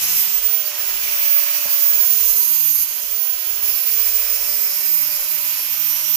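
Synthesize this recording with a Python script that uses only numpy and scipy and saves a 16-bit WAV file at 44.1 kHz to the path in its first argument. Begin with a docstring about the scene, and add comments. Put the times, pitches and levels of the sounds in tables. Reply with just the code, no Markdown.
"""An angle grinder rasps and sizzles on the edge of a glass pane in a workshop, off to the right.
Friction of the disc's grit excites the pane's resonances, and the edge squeals on harmonics of the disc.
The fan blows and whines, the rotor hums, and their pitch sags as the disc bites. Close by, a plastic
instrument panel, turned over on a wooden bench, knocks once; later the disc's rim catches briefly."""
import sys
import numpy as np
from scipy import signal
from scipy.fft import rfft, irfft
from scipy.io import wavfile
from scipy.ndimage import uniform_filter1d

SR = 44100
rng = np.random.default_rng(int(sys.argv[2]) if len(sys.argv) > 2 else 0)


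def master(y):
    """Save y as 16-bit WAV."""
    cut = np.clip(np.atleast_2d(y).T, -1, 1)
    pcm = np.round(cut * 32767)  # scale
    wavfile.write(sys.argv[1], SR, pcm.astype(np.int16))


N = 271656
TIME, BIN_HZ = np.arange(N) / SR, np.maximum(np.arange(N // 2 + 1) * SR / N, 1)
LEFT_ONLY = np.array([[1], [0]])


def from_db(db):
    """Amplitude grows tenfold for every 20 dB."""
    return 10 ** (np.asarray(db) / 20)


def unit_rms(x):
    """Normalisation to a mean power of 1."""
    return x / np.sqrt(np.mean(x ** 2) + 1e-20)


def in_time(rows):
    """Linear interpolation of each column over time."""
    seconds, *columns = np.transpose(rows)
    return [np.interp(TIME, seconds, column) for column in columns]


def per_bin(points):
    """Interpolation over log frequency, at every spectral bin."""
    hz, value = np.transpose(points)
    return np.interp(np.log(BIN_HZ), np.log(hz), value)


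def drift(rate_hz, size=16384):
    """Low-passed noise: a random fluctuation of rms 1."""
    hz = np.arange(size // 2 + 1) * SR / N
    slow = irfft(rfft(rng.standard_normal(size)) / (1 + (hz / rate_hz) ** 2), size)
    return np.interp(TIME, np.linspace(0, N / SR, size), unit_rms(slow))


def swells(rows):
    """A sum of Gaussian envelopes."""
    return sum(from_db(db) * np.exp(-((TIME - centre) / width) ** 2) for centre, db, width in rows)


def pan(left_db):
    """Two gains whose level difference gives direction."""
    return from_db(np.array([[.5], [-.5]]) * left_db)


def white():
    """Two uncorrelated white noises."""
    return rng.standard_normal((2, N))


# Likeness of the two sides. Each row: frequency in Hz, correlation before clipping.
COHERENCE = [(60, 13), (250, 0.6), (600, 1), (1100, 0.52), (2200, 0.07), (4500, 0), (14000, 0)]
# Direction. Each row: frequency in Hz, left minus right in dB.
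BALANCE = [(100, 0.5), (700, 0), (1300, 2), (2400, -5), (4400, 1), (8100, 0), (9800, -3.5), (12000, -10),
           (15000, -4.5)]
def coloured(pair, spectrum):
    """Filtering and mid-side mixing give partly coherent stereo noise, rms 1 at the centre."""
    mid, side = rfft(pair)
    alike = np.clip(per_bin(COHERENCE), -.99, .99)
    both = np.sqrt(1 + alike) * mid + np.sqrt(1 - alike) * side * [[1], [-1]]
    out = irfft(both * from_db(per_bin(spectrum)) * pan(per_bin(BALANCE)), N)
    return out / out.mean(axis=0).std()


def grit(disc_turns, wear_hz, size=4096, harmonics=98):
    """Periodic excitation: the same grains pass on every turn, while wear shifts their phase."""
    grains = np.exp(2j * np.pi * rng.random((2, harmonics)))
    tracks = np.fft.ifft(grains, size)[:, (disc_turns * size).astype(int) % size]
    return unit_rms(np.real(tracks * np.exp(.9j * drift(wear_hz))))


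def abrasion(disc_turns, repeat_share, wear_hz):
    """Friction noise divides its power between periodic grit and random chipping."""
    share = np.clip(repeat_share, 0, .9)
    return np.sqrt(share) * grit(disc_turns, wear_hz) + np.sqrt(1 - share) * white()


# Presses on the edge. Each row: start, end, rise and release in seconds, force from 0 to 1,
# then the lift of each of the seven pane modes in dB (negative lifts count as zero).
PRESSES = [(-0.03, 0.192, 0.049, 0.081, 0.69, 13.5, -11, 6, 5, 8.5, 1, 17),
           (0.964, 1.42, 0.058, 0.4, 0.13, 20, 3, -2, -3, -5, 6, 16),
           (1.407, 2.84, 1, 0.008, 0.83, 12.5, 2, 5, 9.5, 8.5, -9, 2),
           (2.454, 2.83, 0.21, 0.008, 0.7, -8, 1, -2, -1, 5, -2, -2),
           (3.585, 4.092, 0.075, 0.03, 0.54, 15.5, 0.5, 5.5, -1, 12.5, -3, -5),
           (3.868, 5.168, 0.057, 0.05, 0.44, 15.5, -0.5, 7, 4, 8.5, -6, -6),
           (5.0, 5.856, 0.28, 0.05, 0.49, 15, -5, -2, -6, 4, -7, 6),
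           (5.607, 6.202, 0.28, 0.05, 0.6, 9, -16, 3, 0.5, 0, 5, 15)]
def pressing(linger_share=0.63, linger_s=0.77):
    """Each contact point drives the modes differently; on release the force decays as the disc grazes."""
    out = np.zeros((1 + len(PANE_MODES), N))
    for start, end, rise, release, *strengths in PRESSES:
        onset = np.clip((TIME - start) / rise, 0, 1)
        after = np.maximum(TIME - end, 0)
        easing = (1 - linger_share) * np.exp(-after / release) + linger_share * np.exp(-after / linger_s)
        out = np.maximum(out, np.outer(strengths, onset * easing))
    return out


def disc_pressure(disc_turns, contact):
    """Amplitude modulation: the warped disc presses twice a turn and chatters six or seven times."""
    angle = 2 * np.pi * disc_turns
    warp_db = (.4 + 1.25 * contact) * (np.cos(2 * angle) + .3 * np.sin(angle))
    chatter_db = (.3 + .8 * contact) * (np.cos(7 * angle) + np.sin(6 * angle))
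    force = from_db(warp_db + chatter_db)
    return force / np.sqrt(uniform_filter1d(force ** 2, size=2048))


# Modes of the glass. Each row: frequency in Hz, width per pole in Hz, share of the tuning it follows.
PANE_MODES = [(2400, 850, 1), (4750, 620, -.5), (5350, 560, 0), (6400, 850, 0), (11900, 580, .2),
              (5900, 850, 0), (8900, 1500, 0)]
# The hand shifts along the pane. Each row: time in seconds, retuning in percent.
PANE_TUNING = [(0, -4), (0.22, -1), (1.05, 3.5), (1.45, 3), (1.8, 2), (2.2, 12), (2.55, 5), (2.8, 1),
               (3.65, 5.5), (4.2, 1), (4.7, -4), (5.5, 2), (6.16, 0)]
def pane_resonance(excitation, mode):
    """Forced vibration of one steep-sided mode, retuned by the hand; rms 1."""
    hz, width_hz, follows = PANE_MODES[mode]
    wander = 0.006 * np.sqrt(PANE_MODES[0][0] / hz) * drift(7.2)
    pitch = hz * (1 + follows * in_time(PANE_TUNING)[0] / 100 + wander)
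    carrier = np.exp(2j * np.pi * np.cumsum(pitch) / SR)
    pole = np.exp(-np.pi * width_hz / SR)
    envelope = signal.lfilter([1], [1, -2 * pole, pole * pole], excitation / carrier)
    return unit_rms(np.real(carrier * envelope))


# Spectra of fine chipping and coarse rubbing. Each row: frequency in Hz, relative density in dB.
SIZZLE_SPECTRUM = [(4000, -37), (8300, -21), (9700, -9.5), (11000, -4.5), (11550, 0.5), (12300, 1.5),
                   (13200, 1.8), (14100, 0.3), (14800, -0.5), (15500, -1)]
RASP_SPECTRUM = [(2500, -25), (3450, -16), (3900, 8), (4600, 0), (5500, 11), (6450, 1.5), (7200, 10.5),
                 (8200, 0), (9500, 4.5), (11000, 5.5), (15000, -14)]
# Each entry: relative level in dB of one pane mode while the disc only grazes.
GRAZING_DB = [-21, -9.5, -13.5, -9.5, -15, -9.5, -24.5]
# Broad sizzle against the pane's rings. Each row: time in seconds, gain in dB.
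TREBLE_LEVEL = [(0, -4), (0.22, 0.5), (0.3, -5.5), (0.48, -3), (0.62, -5), (1.1, 3), (1.8, 2.5),
                (2.3, -0.5), (2.7, -1.5), (3.5, -2), (5.1, 1), (5.6, -2.5), (6.16, -5)]
# More or less grinding reaches the left side. Each row: time in seconds, gain in dB.
LEFT_LIFT = [(0, 4), (0.6, -0.5), (1.2, 1), (2.7, -1), (3.5, -2.5), (4.5, 0.5), (6.16, -2)]
def glass_edge(disc_turns):
    """Friction drives the pane's modes; a harder bite makes the noise louder and more periodic."""
    force, *lifts_db = pressing()
    contact = np.clip(2.04 * (force - .16), 0, 1)   # the grit only catches above a light touch
    drive = [from_db(rest + lift + 1.1 * drift(17)) for rest, lift in zip(GRAZING_DB, lifts_db)]
    # Fine chipping: a bright sizzle and the highest mode, pulsing with the disc.
    top_ring = pane_resonance(abrasion(disc_turns, 0.35 + 0.35 * contact, wear_hz=8), 4) * pan(-7.5)
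    chips = coloured(abrasion(disc_turns, 1.1 * force ** 2, wear_hz=9.3), SIZZLE_SPECTRUM)
    sizzle = chips * from_db(in_time(TREBLE_LEVEL)[0]) + drive[4] * top_ring
    sizzle = sizzle * disc_pressure(disc_turns, contact) * pan(-3.3 * force + 0.33)
    # Coarse rubbing: a duller rasp, the lowest mode and the middle ones.
    body = drive[0] * pane_resonance(abrasion(disc_turns, 0.2 * contact, wear_hz=4.7), 0) * pan(-4.0)
    rubs = [abrasion(disc_turns, 0.34 * contact, wear_hz=34) for _ in range(2)]
    rings = sum(drive[mode] * pane_resonance(rubs[n % 2], mode) for n, mode in enumerate((1, 2, 5, 3, 6)))
    scrape = coloured(abrasion(disc_turns, 0.58 * contact, wear_hz=6.3), RASP_SPECTRUM)
    rasp = scrape + body + rings * pan(-16)
    tremor_db = drift(23)   # the hand's pressure is never quite even
    sizzle_db = -31.5 + 14 * force + tremor_db
    rasp_db = -36.5 + 4 * force + 0.66 * draught_swing_db() + 0.5 * tremor_db
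    return from_db(sizzle_db) * sizzle + from_db(rasp_db) * rasp


# Squeals of the edge. Each row: start and end in seconds, harmonic of the disc, level in dB.
SQUEALS = [(0.0, 0.22, 35, -32), (0.01, 0.17, 38, -32), (0.01, 0.2, 39, -31), (0.01, 0.15, 42, -32),
           (0.09, 0.28, 73, -27), (0.1, 0.27, 71, -25), (2.185, 2.855, 73, -26), (2.5, 2.855, 69, -31),
           (2.566, 2.855, 70, -30), (3.615, 4.1, 72, -27.5), (3.68, 3.82, 31, -38), (3.9, 4.08, 32, -35),
           (3.966, 4.13, 30, -37), (4.175, 4.5, 32, -39), (4.28, 5.2, 29, -44), (4.25, 5.33, 33, -37.5),
           (4.6, 5.0, 72, -37), (5.38, 5.8, 73, -30), (5.55, 6.3, 33, -36.5), (5.555, 6.3, 71, -28.5),
           (5.68, 6.3, 35, -33), (5.8, 6.3, 72, -28.5), (5.85, 6.3, 34, -37), (5.88, 6.3, 37, -37)]
def edge_squeals(disc_turns, fade_s=0.036, slip_radians=0.4, left_db=-13):
    """Friction tones lock to harmonics of the disc; uneven slipping roughens their phase."""
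    out = np.zeros(N)
    for start, end, harmonic, level_db in SQUEALS:
        held = np.clip(np.minimum(TIME - start, end - TIME) / fade_s, 0, 1)
        angle = 2 * np.pi * harmonic * disc_turns + slip_radians * drift(70)
        waver = 1 + 0.62 * (drift(4.4) + 1j * drift(30))
        out += from_db(level_db) * held * np.real(np.exp(1j * angle) * waver)
    return out * from_db(left_db * LEFT_ONLY)


# The fan's draught. Each row: time in seconds, relative levels of housing air and vent hiss in dB.
DRAUGHT = [(0.0, -38.5, -35), (0.56, -41.5, -39), (0.9, -39, -40.5), (1.1, -39, -38), (1.65, -37.5, -38),
           (2.05, -40.5, -39.5), (2.6, -44.5, -41), (3.15, -45, -43.5), (3.8, -41.5, -41), (4.9, -41, -43),
           (6.16, -41, -37)]
# Spectra of housing air and vent hiss. Each row: frequency in Hz, relative density in dB.
HOUSING_SPECTRUM = [(150, -21.5), (380, -14), (500, -8), (680, -5), (1000, 1), (1450, 2), (1850, 1),
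                    (2600, 5.5), (5000, -57)]
VENT_SPECTRUM = [(1200, -33), (1850, -6.5), (2300, -1), (2750, 7.5), (3120, 8), (3450, 5), (4500, -7),
                 (8000, -52)]
def cooling_air():
    """Turbulence makes broadband noise as the fan drives air through the housing and vent slots."""
    air_db, vent_db = in_time(DRAUGHT)
    housing = from_db(air_db - 0.47 + 1.03 * drift(19)) * coloured(white(), HOUSING_SPECTRUM)
    vents = from_db(vent_db + drift(9.2)) * coloured(white(), VENT_SPECTRUM)
    return housing + vents


def draught_swing_db():
    """Deviation of the housing air's level from its mean."""
    air_db = in_time(DRAUGHT)[0]
    return air_db - air_db.mean()


# The whine swells and drops out on the right. Each row: time in seconds, level in dB.
WHINE_LEVEL = [(0.0, -30.0), (0.1, -21.5), (0.35, -13.5), (0.41, -22.0), (0.46, -11.5), (0.68, -17.5),
               (0.72, -28.5), (0.82, -18.0), (1.1, -20.0), (1.13, -15.0), (1.38, -9.5), (1.5, -18.0),
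               (1.69, -16.5), (1.74, -10.0), (1.79, -15.5), (1.84, -10.0), (2.64, -16.0), (2.76, -12.5),
               (2.87, -24.0), (3.07, -25.0), (3.12, -16.5), (3.3, -15.5), (3.36, -24.0), (3.51, -16.0),
               (3.55, -21.0), (3.71, -14.0), (3.79, -19.0), (3.84, -15.5), (4.19, -13.0), (4.26, -19.5),
               (4.3, -12.5), (4.38, -19.5), (4.62, -14.5), (4.73, -21.5), (4.97, -12.5), (5.18, -22.0),
               (5.35, -17.5), (5.41, -24.0), (5.5, -19.0), (5.61, -30.5), (5.73, -16.5), (5.92, -18.0),
               (6.0, -22.5), (6.16, -13.5)]
def fan_whine(motor_turns, blades=25, flutter_radians=0.34, echo_share=0.28):
    """The blade-passing tone fades by interference on the right; the left hears mostly reflections."""
    tone = np.sqrt(2) * np.exp(1j * (2 * np.pi * blades * motor_turns + flutter_radians * drift(45)))
    standing_waves = unit_rms(np.abs(1 + echo_share * (drift(30) + 1j * drift(30))))
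    right = from_db(in_time(WHINE_LEVEL)[0]) * standing_waves * tone
    reflections = drift(12) + 1j * drift(5.1)
    left = from_db(-34.5 + draught_swing_db()) * tone * (0.046 + reflections)
    return np.real([left, right])


# The rotor's hum. Each row: time in seconds, relative level in dB.
ROTOR_LEVEL = [(0.0, -64.5), (0.68, -47), (0.99, -57), (1.2, -48), (1.7, -51), (2.0, -50.5), (2.12, -58),
               (2.25, -54), (2.55, -53), (2.82, -63.5), (3.02, -53.5), (3.4, -57), (3.85, -54),
               (4.08, -55.5), (4.2, -50), (5.25, -51), (5.68, -56.5), (6.16, -52)]
# The disc shudders on the edge. Each row: centre in seconds, level in dB, half length in seconds.
SHUDDERS = [(0.14, -49.5, 0.21)]
def unbalance_hum(motor_turns, disc_turns):
    """Rotating unbalance: rotor and disc each shake the tool once a turn."""
    rotor = from_db(in_time(ROTOR_LEVEL)[0] + 4.0) * np.sin(2 * np.pi * motor_turns) * pan(-0.6)
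    wobble = from_db(-69.5 - 3 * drift(8.4)) + swells(SHUDDERS)
    disc = wobble * np.sin(2 * np.pi * disc_turns + 0.14 * drift(22))
    return rotor + disc


# Spectrum of the bench. Each row: frequency in Hz, relative density in dB.
BENCH_SPECTRUM = [(15, -14), (30, -34), (52, 5.5), (80, 1.5), (120, 2.5), (220, 1.5), (350, -2), (700, -38),
                  (2000, -45)]
# Things shift on the bench. Each row: centre in seconds, level in dB, half length in seconds.
BENCH_SHIFTS = [(0.15, -59, 0.38), (0.97, -64, 0.18), (1.6, -62, 0.37), (2.03, -61, 0.098),
                (3.78, -64, 0.097), (4.25, -71, 0.1), (6.02, -70, 0.08)]
def bench_rumble(resting_db=-65.5):
    """Structure-borne noise: a faint rumble that swells as things shift."""
    return (from_db(resting_db) + swells(BENCH_SHIFTS)) * coloured(white(), BENCH_SPECTRUM)


# The gear's tone. Each row: harmonic of the disc, relative level in dB.
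GEAR_TONES = [(6, -56)]
# How much of it comes through. Each row: time in seconds, relative gain in dB.
GEAR_LEVEL = [(0, -21), (1.55, -9), (1.8, -9), (2.45, -0.5), (2.75, -7), (3.6, -13), (5.25, -7), (5.42, -3),
              (5.7, -4), (6.0, -2.5)]
def gear_head(disc_turns, scatter=0.9):
    """Periodic forcing in the gear sounds a harmonic of the disc, wavering separately on each side."""
    out = np.zeros((2, N))
    for harmonic, level_db in GEAR_TONES:
        paths = np.array([1 + scatter * (drift(35) + 1j * drift(35)) for _ in range(2)])
        mean_hz = harmonic * disc_turns[-1] / TIME[-1]
        side_db = np.interp(mean_hz, *np.transpose(BALANCE))
        tone = np.exp(2j * np.pi * harmonic * disc_turns)
        out += from_db(level_db) * pan(side_db) * np.real(paths * tone)
    return from_db(in_time(GEAR_LEVEL)[0] + 7.5) * out


# The panel meets the bench. Each row: start in seconds, strength in dB.
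KNOCKS = [(1.6535, -27.5)]
# Modes of panel and bench. Each row: frequency in Hz, relative level in dB, 60 dB decay time in seconds.
PANEL_MODES = [(135, -15, 0.09), (215, -19.5, 0.1), (290, -19, 0.08), (404, -17, 0.06), (510, -8, 0.045),
               (616, -4.5, 0.05), (750, -7, 0.05), (824, -9, 0.05)]
def panel_knock():
    """Damped free vibration: a soft blow sets the plastic case and the bench ringing briefly."""
    out = np.zeros(N)
    for start, strength_db in KNOCKS:
        age = np.maximum(TIME - start, 0)
        for k, (hz, level_db, t60) in enumerate(PANEL_MODES):
            envelope = from_db(strength_db + level_db - 60 * np.minimum(age / t60, 4))
            out += (-1) ** (k + 1) * envelope * np.sin(2 * np.pi * hz * age)
    softening = signal.butter(2, 1200, fs=SR, output="sos")   # the gloved grip softens the contact
    return signal.sosfilt(softening, out)


# The rim catches on the glass. 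Each row: centre in seconds, level in dB, half length in seconds.
CATCHES = [(3.64, -29, 0.02)]
def rim_catch():
    """A friction transient: one bright scratch as the disc meets the edge again."""
    scratch = coloured(white(), SIZZLE_SPECTRUM) + 0.22 * coloured(white(), RASP_SPECTRUM)
    return swells(CATCHES) * scratch


# The motor sags under load and recovers. Each row: time in seconds, speed in turns per second.
MOTOR_SPEED = [(0.0, 589.2), (0.27, 586.3), (0.62, 593.2), (0.95, 595.6), (1.4, 597.5), (1.9, 597.0),
               (2.45, 585.3), (2.78, 583.0), (3.05, 587.5), (3.22, 592.6), (3.65, 595.6), (3.98, 590.0),
               (4.35, 589.8), (4.68, 586.0), (5.1, 583.8), (5.3, 584.5), (5.47, 583.1), (6.16, 583.5)]
def scene(gear_ratio=9 / 32, speed_wander=0.0004):
    """The sources superpose; one motor turns the fan directly and the disc through a bevel gear."""
    motor_turns = np.cumsum(in_time(MOTOR_SPEED)[0] * (1 + speed_wander * drift(7.0))) / SR
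    disc_turns = gear_ratio * motor_turns
    fan = cooling_air() + fan_whine(motor_turns)
    vibration = unbalance_hum(motor_turns, disc_turns) + bench_rumble() + gear_head(disc_turns)
    grinding = from_db(in_time(LEFT_LIFT)[0] * LEFT_ONLY) * glass_edge(disc_turns)
    return grinding + edge_squeals(disc_turns) + fan + vibration + panel_knock() + rim_catch()


def record(dry, cutoff_hz=15500):
    """Soft saturation rounds the highest peaks, and a steep low-pass cuts the top."""
    rounded = dry / (1 + dry ** 4) ** 0.25
    return irfft(rfft(rounded) / np.sqrt(1 + (BIN_HZ / cutoff_hz) ** 600), N)


dry = scene()
out = record(dry)
master(out)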